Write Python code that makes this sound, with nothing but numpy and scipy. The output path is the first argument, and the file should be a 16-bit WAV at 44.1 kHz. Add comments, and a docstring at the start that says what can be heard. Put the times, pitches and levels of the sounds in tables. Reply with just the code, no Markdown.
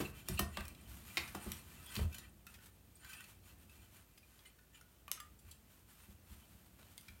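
"""Binder clips on a wooden frame

A small room, one microphone. Large steel clips are pulled off a frame, handled and fitted on again.
They knock and squeak on the wood, the frame thuds and rumbles, and their wire handles tick and scrape.
Close to the microphone, fleece sleeves and cloth rustle; behind them lie room hiss and a faint hum."""
import sys
import numpy as np
from scipy import signal
from scipy.fft import rfft, irfft, next_fast_len
from scipy.io import wavfile
from scipy.ndimage import uniform_filter1d, map_coordinates

SR = 44100
rng = np.random.default_rng(int(sys.argv[2]) if len(sys.argv) > 2 else 0)


def int16_out(signal):
    """Quantize to a 16-bit WAV file."""
    q = np.round(np.clip(np.atleast_2d(signal).T, -1, 1) * 32767)
    wavfile.write(sys.argv[1], SR, q.astype(np.int16))


N = 317520
AGE = np.arange(SR * 3 // 10) / SR  # seconds since a blow
TOP_HZ = 16200
CONTACT_SPAN_S = 0.02  # a contact's level is set over this opening stretch

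# Jolts to the frame; a hard one favours its light parts: start_s, level_db, hardness_db
JOLTS = [(0.001,-49,4.5), (0.29,-48.5,-5), (0.397,-47,-2.5), (0.575,-54.5,-7), (0.885,-70,-14),
         (1.17,-60.5,3.5), (1.346,-56.5,0.5), (1.459,-53.5,-3), (1.521,-66.5,-2), (1.968,-48.5,-9.5),
         (2.008,-49,-12), (5.44,-80,-21.5), (6.08,-68.5,-7), (6.3,-66.5,-8.5), (7.086,-69.5,-12)]
# Modes of a clip's steel spring: pitch_hz, level_db, t60_s
SPRING_MODES = [(1010, -9, 0.29), (1243, 5, 0.053), (1840, -4, 0.28), (2643, -10.5, 0.22), (2860, 1, 0.056),
                (3050, 0, 0.11), (4140, -5.5, 0.086), (4823, -13, 0.2), (5373, -42, 0.22),
                (8850, -15, 0.26), (11600, -10, .17), (11900, -13, 0.18), (14295, -12, 0.21)]
# A contact's four bands (wood, clack, bite, crack): low_hz, high_hz
CONTACT_BANDS = [(300, 900), (900, 1900), (1900, 4200), (4600, 20000)]


def amp(db):
    """Decibels to gain."""
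    return 10 ** (np.asarray(db) / 20)


def unit(x):
    """Scale to rms 1."""
    return x / np.sqrt(np.mean(x ** 2) + 1e-20)


def unit_start(x, span_s=CONTACT_SPAN_S):
    """Scale so that the first span_s seconds have rms 1."""
    return x / np.sqrt(np.mean(x[:int(span_s * SR)] ** 2) + 1e-20)


def fade(t, t60):
    """Exponential decay, 60 dB down after t60 seconds."""
    return np.exp(-np.log(1000) * t / np.maximum(t60, 1e-3))


def along(points, hz):
    """Interpolate (Hz, value) points on a log frequency axis."""
    points_hz, values = np.transpose(points)
    return np.interp(np.log(hz + 1), np.log(points_hz + 1), values)


def wobble(rate):
    """A smooth random curve, rate knots a second."""
    knots = rng.standard_normal(int(N * rate / SR) + 4)
    coarse = np.linspace(0, N, num=N // 32)
    return np.interp(np.arange(N), coarse, map_coordinates(knots, [coarse * rate / SR]))


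def filtered(x, response):
    """Filter x by a gain that is a function of frequency."""
    size = next_fast_len(len(x) + SR // 4)
    return irfft(rfft(x, size) * response(np.fft.rfftfreq(size, 1 / SR)), size)[:len(x)]


def coloured(x, spectrum):
    """x shaped by (Hz, dB) points, at rms 1."""
    return unit(filtered(x, lambda hz: amp(along(spectrum, hz))))


def add(track, start_s, sound):
    """Mix a sound into the track."""
    start = max(0, round(start_s * SR))
    track[start:start + len(sound)] += sound[:max(0, N - start)]


def ringing(modes, scatter_db, detune=0):
    """Damped modes, struck at new strengths each time; detune is the grip shifting their pitch."""
    hz, db, t60 = np.transpose(modes)[:, :, None]
    strength = amp(db + scatter_db * rng.standard_normal(hz.shape))
    hz = hz * (1 + detune * rng.standard_normal(hz.shape))
    phase = 2 * np.pi * (hz * AGE + rng.random(hz.shape))
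    return np.sum(strength * fade(AGE, t60) * np.sin(phase), 0)


def in_room(x, wet_db, build_s=0.0074):
    """The direct sound and the small room's answer, whose treble dies first."""
    # Reverberation time: frequency_hz, t60_s
    room_decay = [(200, 0.32), (1300, 0.4), (3500, 0.25), (9000, 0.22), (15000, 0.12)]
    hz, t, noise = signal.stft(rng.standard_normal(len(AGE)), SR, nperseg=256)
    decaying = noise * fade(t, along(room_decay, hz)[:, None])
    tail = signal.istft(decaying, SR, nperseg=256)[1][:len(AGE)]
    tail *= 1 - np.exp(-(AGE / build_s) ** 2)
    return x + amp(wet_db) * signal.fftconvolve(x, tail / np.linalg.norm(tail))[:len(x)]


def room_tone(hiss_db=-70, hum_db=-73, hum_hz=57.4):
    """The room's steady hiss and a faint mains hum."""
    # Spectrum of the hiss: frequency_hz, density_db
    hiss_spectrum = [(59,-17), (100,-2.5), (224,-6.5), (461,-11.5), (818,-16.5), (2580,-22), (4870,-24),
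                     (9020,-22.5), (10500,-25.5), (12500,-19.5), (16000,-20.5)]
    hum = amp(hum_db) * unit(np.sin(2 * np.pi * hum_hz * np.arange(N) / SR))
    return hum + amp(hiss_db) * coloured(rng.standard_normal(N), hiss_spectrum)


def frame_rumble(shudder_db=-2, shudder_t60=0.55, rise_s=0.013):
    """The loose frame rumbles under the arms and shudders on after each jolt."""
    # Rumble from the weight of the arms: time_s, level_db
    leaning = [(0,-57.5), (2.2,-60), (2.4,-64.5), (3.37,-66.5), (3.65,-63.5), (4.25,-70), (4.7,-71.5),
               (5.35,-66.5), (5.73,-68.5), (6.9,-63.5), (7.2,-71)]
    # Spectrum of the rumble: frequency_hz, density_db
    rumble_spectrum = [(15, -61), (25, -33), (30, -4), (40, -10), (65, -0.5), (98, -3.5), (130, -11),
                       (214, -9.5), (253, -16), (349, -17), (418, -26.5), (700, -24.5), (910, -33.5),
                       (1540, -120)]
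    power = amp(np.interp(np.arange(N) / SR, *np.transpose(leaning))) ** 2
    shudder = fade(AGE, shudder_t60) * (1 - np.exp(-AGE / rise_s))
    for start_s, level_db, _ in JOLTS:
        add(power, start_s, (amp(level_db + shudder_db) * shudder) ** 2)
    return np.sqrt(power) * coloured(rng.standard_normal(N), rumble_spectrum)


def hand_motion(rustle_floor_db=-76, scrape_floor_db=-83.5, rise_share=0.41, roundness=1.12):
    """Strength of rustle and scrape: strokes speed up and slow; a faint, steady hiss stays between."""
    # Strokes that drag cloth and slide steel: fastest_s, length_s, rustle_db, scrape_db
    strokes = [(0.005,0.22,-54.5,-61.5), (0.178,0.14,-62,-62), (0.337,0.27,-58.5,-58.5),
               (0.585,0.34,-63,-62.5), (0.816,0.22,-70.5,-68.5), (0.944,0.26,-60,-77), (1.078,0.12,-58,-65),
               (1.22,0.45,-57.5,-61.5), (1.435,0.1,-57,-59), (1.512,0.25,-58,-61.5),
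               (1.775,0.87,-61.5,-67.5), (1.96,0.2,-55,-56), (2.183,0.23,-71,-62), (2.516,0.17,-67.5,-69.5),
               (2.639,0.12,-63.5,-79), (3.114,0.32,-63.5,-58.5), (3.286,0.17,-64.5,-71.5),
               (3.479,0.15,-66,-70.5), (3.607,0.13,-71,-80), (3.78,0.27,-68.5,-71.5),
               (3.968,0.17,-66.5,-70.5), (4.356,0.27,-71,-76.5), (4.476,0.09,-81,-69),
               (4.763,0.088,-71,-64.5), (5.263,0.11,-76,-88), (5.496,0.19,-70,-71), (5.737,0.21,-69.5,-91),
               (5.912,0.1,-64,-74), (6.023,0.34,-67,-80), (6.342,0.29,-66,-75), (6.557,0.46,-69.5,-87),
               (6.81,0.17,-69.5,-79), (6.877,0.12,-66.5,-79), (7.018,0.43,-68,-83)]
    t = np.arange(N) / SR
    power = np.outer(amp([rustle_floor_db, scrape_floor_db]) ** 2, np.ones(N))
    for fastest_s, length_s, *levels_db in strokes:
        start, end = fastest_s - rise_share * length_s, fastest_s + (1 - rise_share) * length_s
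        during = (t > start) & (t < end)
        ramp = np.interp(t[during], [start, fastest_s, end], [0, 1, 0])
        speed = np.sin(np.pi / 2 * ramp) ** roundness
        power[:, during] += np.outer(amp(levels_db), speed) ** 2
    return np.sqrt(power)


def grains(spiky, clumping):
    """Friction: countless tiny catches that come in clumps."""
    catches = rng.standard_normal(N) * np.exp(spiky * rng.standard_normal(N))
    return catches * amp(clumping * (wobble(220) + 2.16 * wobble(35)))


def cloth_rustle(strength, gain_db=0.5):
    """Fibres catch and slip as the sleeves and the strap move close to the microphone."""
    # Spectrum of rubbing cloth: frequency_hz, density_db
    cloth_spectrum = [(120,-26), (260,-9), (450,-22), (900,-1), (1300,-0.5), (1900,-3.5), (2900,-2),
                      (5000,-7.5), (7300,-6.5), (8800,-3.5), (10400,-7), (12500,-1.5), (16000,-9.5)]
    return amp(gain_db) * strength * coloured(grains(spiky=0.64, clumping=0.63), cloth_spectrum)


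def handle_scrape(sliding, shift_db=4.0, sharpness=1.8):
    """Rubbing steel stirs the handles' resonances, now one and now another as the contact point moves."""
    # Wire handle resonances, before sharpness narrows them: pitch_hz, width_hz, level_db
    wire_modes = [(1292, 61, -0.5), (1518, 170, -0.5), (1787, 21, 4.5), (1977, 135, -.5), (2398, 81, 4),
                  (2640, 160, 3), (3040, 105, 2.5), (3300, 17, -7), (4195, 290, -8), (7050, 550, -7.5),
                  (8900, 750, -11)]
    slips, sound = grains(spiky=0.67, clumping=-0.5), np.zeros(N)
    for hz, width_hz, db in wire_modes:
        mode = signal.lfilter(*signal.iirpeak(hz, sharpness * hz / width_hz, fs=SR), slips)
        sound += mode * amp(db + shift_db * wobble(28))
    return sliding * unit(sound)


def gripped_steel(peak_db, low_hz=1100, t60=0.031, count=60):
    """Impulse response of steel held in the fingers: many short modes, new with every grip."""
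    t = AGE[:len(AGE) // 7]
    place, phase = rng.random((2, count, 1))
    hz = low_hz * (TOP_HZ / low_hz) ** (place ** 0.6)
    modes = np.sum(np.cos(2 * np.pi * (hz * t + phase)), 0) * fade(t, t60)
    unity_peak = 2 * np.log(1000) / (t60 * SR)
    return (t == 0) + amp(peak_db) * unity_peak * modes


def edge_crackle(sliding, gain_db=-6):
    """Sliding edges catch in tiny bright ticks."""
    # Spectrum of the ticks: frequency_hz, gain_db
    tick_spectrum = [(4500, -19), (7200, -20), (9000, 3), (10400, -15), (14000, -13)]
    ticks = signal.fftconvolve(grains(spiky=1.27, clumping=4.0), gripped_steel(peak_db=14))[:N]
    return amp(gain_db) * sliding * coloured(ticks, tick_spectrum)


def frame_thuds(hand_rests_s=2.066, damped_t60=0.3):
    """The jolted frame booms, its heavy parts starting slowest; a hand comes to rest and damps it."""
    # The frame's three families of modes, heavy to light: pitch_hz, level_db, t60_s
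    sway = [(53, 3, 0.086), (66.2, -10, 0.37), (78.8, -4, 0.4), (94.3, -8, 0.23)]
    rails = [(122.5, -6.5, 0.22), (140.4, 2.5, 0.32), (177.5, -2.5, 0.3), (199.8, 7, 0.22),
             (221, -3.5, 0.46)]
    panels = [(290, 3, 0.13), (338, 4, 0.21), (371.5, 5.5, 0.19), (437, -10.5, 0.36), (496, -23, 0.34),
              (579, -4, 0.11), (715, -13, 0.24)]
    out = np.zeros(N)
    for start_s, level_db, hardness_db in JOLTS:
        under_hand_s = np.maximum(start_s + AGE - hand_rests_s, 0)
        damping = fade(under_hand_s, damped_t60) if start_s < hand_rests_s else 1
        families = [(sway, -1.5 - hardness_db, 0.025), (rails, 1, 0.008),
                    (panels, -1.5 + hardness_db, 0.003)]
        for modes, share_db, rise_s in families:
            swing = ringing(modes, scatter_db=4) * (1 - np.exp(-AGE / rise_s))
            add(out, start_s, amp(level_db + share_db) * damping * unit_start(swing, span_s=0.09))
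    return out


def contact(bands_db, chatter_t60, ring_hz, ring_db, cycles, softness, pitched_db):
    """A fast-dying chatter of tiny impacts in the steel, and the cluster of modes the blow favours."""
    clumps = unit(uniform_filter1d(rng.standard_normal(len(AGE)), size=90))
    impacts = rng.standard_normal(len(AGE)) * amp(2 * clumps)
    attack = 1 - np.exp(-AGE / (softness * chatter_t60 ** 2))  # long, sliding contacts start softly
    chatter = impacts * attack * fade(AGE, chatter_t60)
    burst = signal.fftconvolve(chatter, gripped_steel(pitched_db))[:len(AGE)]
    click = np.zeros(len(AGE))
    for k, edges_hz in enumerate(CONTACT_BANDS):
        band = signal.sosfilt(signal.butter(2, edges_hz, "bandpass", fs=SR, output="sos"), burst)
        click += (-1) ** k * amp(bands_db[k]) * unit_start(band)  # alternate signs join the bands
    t60 = cycles / ring_hz  # high modes die sooner
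    cluster = ringing([(ring_hz, 0, t60)], scatter_db=0)
    cluster += ringing([(ring_hz, -10, t60 / 2)] * 2, scatter_db=4, detune=0.063)
    return click + amp(ring_db) * unit_start(attack * cluster)


def spring_ring(level_db):
    """A clip's shaken spring rings in all its modes."""
    return amp(level_db) * unit_start(ringing(SPRING_MODES, scatter_db=1.5))


def clip_knocks(gain_db=-2.5, wood_share=0.67):
    """Steel hits wood and shakes the spring a little; a clip that swings free rings on fully."""
    # Clips hit the frame: start_s, wood_db, steel_db, crack_db, chatter_t60_s, ring_hz
    knocks = [(0.002,-44,-52,-47.5,0.084,2640), (0.285,-54,-56.5,-40.5,0.038,2690),
              (0.392,-43.5,-49.5,-34,0.031,3100), (0.571,-49,-46,-54.5,0.02,1187),
              (1.171,-57,-37.5,-49,0.015,2133), (1.174,-52,-37,-50,0.049,2440),
              (1.347,-48,-56.5,-50.5,.062,1227), (1.46,-58.5,-68,-75,0.12,1080),
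              (1.518,-81,-50,-43.5,0.013,3180), (1.951,-63,-50,-46.5,0.085,2550),
              (1.965,-66,-46.5,-57,.008,4680), (1.989,-46.5,-90,-57,0.047,950),
              (2.144,-71,-60,-51.5,0.052,3030), (2.182,-73,-59.5,-51.5,0.044,1860),
              (5.1155,-63,-48,-37,0.0052,5420), (6.785,-68.5,-74,-76,0.13,890),
              (6.829,-75,-68.5,-78,0.011,2640)]
    # A clip comes free: start_s, level_db
    free_swings = [(0.392, -37)]
    out = np.zeros(N)
    for start_s, wood_db, steel_db, crack_db, chatter_t60, ring_hz in knocks:
        clack_db = steel_db + wood_share * (wood_db - steel_db)
        hit = contact([wood_db, clack_db - 1, steel_db - 1, crack_db], chatter_t60, ring_hz,
                      ring_db=steel_db - 4, cycles=120, softness=0.45, pitched_db=-5)
        add(out, start_s, in_room(hit, wet_db=-7.5) + spring_ring(crack_db - 19))
    for start_s, level_db in free_swings:
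        add(out, start_s, spring_ring(level_db - 1))
    return amp(gain_db) * out


def jaw_squeaks(waver=0.04, upper_db=-10):
    """A jaw sticks and slips on the wood, singing briefly on three unsteady modes."""
    # Slips of a jaw: start_s, length_s, pitch_hz, level_db
    slips = [(0.044, 0.028, 2650, -45.5), (0.273, 0.017, 2740, -58), (0.37, 0.032, 2700, -41.5),
             (0.526, 0.12, 2695, -54), (1.849, 0.075, 3300, -57)]
    out = np.zeros(N)
    for start_s, length_s, pitch_hz, level_db in slips:
        drift = 1 + waver * unit(uniform_filter1d(rng.standard_normal(len(AGE)), size=60))
        phase = 2 * np.pi * np.cumsum(pitch_hz * drift) / SR
        tone = np.sin(phase) + amp(upper_db) * (np.sin(1.52 * phase) + 0.44 * np.sin(2.8 * phase))
        swell = np.sin(np.pi * np.minimum(AGE / length_s, 1))
        add(out, start_s, in_room(amp(level_db) * tone * swell, wet_db=-13))
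    return out


def fall_db(hz, ring_hz, db_per_octave=9):
    """How much a click weakens away from its ring pitch."""
    return db_per_octave * np.abs(np.log2(hz / ring_hz))


def handle_clicks(gain_db=-1):
    """Steel touches steel in the hands: a brief, bright chatter, with spring modes near the ring pitch."""
    # Handles and jaws meet: start_s, chatter_db, crack_db, chatter_t60_s, ring_hz, ring_db
    touches = [(0.606,-51,-58,0.014,1150,-61), (0.653,-70,-58,.007,2450,-61),
               (0.681,-74,-53.5,0.012,2340,-66), (0.748,-66,-68,0.014,2500,-72),
               (1.276,-57,-60,0.024,2400,-67), (1.286,-60,-64,.014,2460,-61),
               (2.126,-66,-61,0.041,2620,-61), (2.467,-64,-59,0.011,1390,-62),
               (2.469,-65,-74,.04,2590,-61.5), (2.539,-61.5,-65,0.071,2520,-66),
               (2.585,-68,-78,.039,1494,-68), (2.657,-68,-63,.05,1790,-74), (2.954,-77,-67.5,0.12,8300,-64),
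               (3.046,-58.5,-62.5,.016,1548,-60), (3.09,-74,-58.5,0.11,1546,-59.5),
               (3.131,-64,-57,.049,2560,-54.5), (3.204,-64,-63,0.043,1900,-65),
               (3.24,-68,-63,0.036,2640,-61.5), (3.695,-73,-71,.035,2640,-67),
               (4.175,-67,-65,0.044,2480,-72), (4.23,-77,-87,0.039,2430,-68),
               (4.39,-63.5,-76,0.015,3770,-74), (4.451,-59,-69.5,0.093,2090,-64.5),
               (4.587,-69,-76,.022,1477,-72), (4.747,-69,-81,0.059,2970,-63.5),
               (4.811,-65,-66.5,0.014,1453,-70), (5.08,-52.5,-60.5,0.0071,1244,-64),
               (5.174,-61,-78,0.044,1260,-59.5), (5.201,-57.5,-53.5,0.017,2830,-69),
               (5.388,-82,-67.5,0.082,7400,-71), (5.511,-74,-57,.05,7460,-63),
               (6.979,-60,-54,0.006,2110,-66), (7.01,-81,-64,.011,3000,-80),
               (7.082,-56.5,-65,.036,2340,-61)]
    out = np.zeros(N)
    centres_hz = np.sqrt(np.prod(CONTACT_BANDS[:-1], axis=1))
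    for start_s, chatter_db, crack_db, chatter_t60, ring_hz, ring_db in touches:
        wood_db, clack_db, bite_db = chatter_db - 3 - fall_db(centres_hz, ring_hz)
        pitched_db = 10 - 0.5 * (crack_db + 65)  # a light touch tinkles, a hard snap is noisier
        click = contact([wood_db - 8, clack_db, bite_db, crack_db], chatter_t60, ring_hz, ring_db - 1,
                        cycles=174, softness=0.46, pitched_db=pitched_db)
        modes = [(hz, db - fall_db(hz, ring_hz), t60) for hz, db, t60 in SPRING_MODES]
        add(out, start_s, click + amp(chatter_db - 15) * ringing(modes, scatter_db=1))
    return amp(gain_db) * in_room(out, wet_db=-9.5)


def jaw_ring(start_s=5.202, gain_db=8.5):
    # Modes of the released jaw: pitch_hz, level_db, t60_s
    jaw_modes = [(1203, -59, 0.24), (1382, -71, 0.23), (1715, -69, 0.18), (7537, -70, 0.18)]
    out = np.zeros(N)
    add(out, start_s, amp(gain_db) * ringing(jaw_modes, scatter_db=1))
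    return out


def scene():
    """Clips, frame, sleeves and room at one microphone."""
    rustling, sliding = hand_motion()
    contacts = clip_knocks() + handle_clicks() + jaw_ring() + frame_thuds()
    friction = jaw_squeaks() + cloth_rustle(rustling) + handle_scrape(sliding) + edge_crackle(sliding)
    return (contacts + friction + frame_rumble() + room_tone())[None]


def record(dry):
    """The recorder cuts the deepest bass and keeps nothing above its band limit."""
    low_cut = signal.butter(6, 39, "high", fs=SR, output="sos")
    x = signal.sosfilt(low_cut, dry[0])
    return filtered(x, lambda hz: 1 / np.sqrt(1 + (hz / TOP_HZ) ** 160))[None]


dry = scene()
out = record(dry)
int16_out(out)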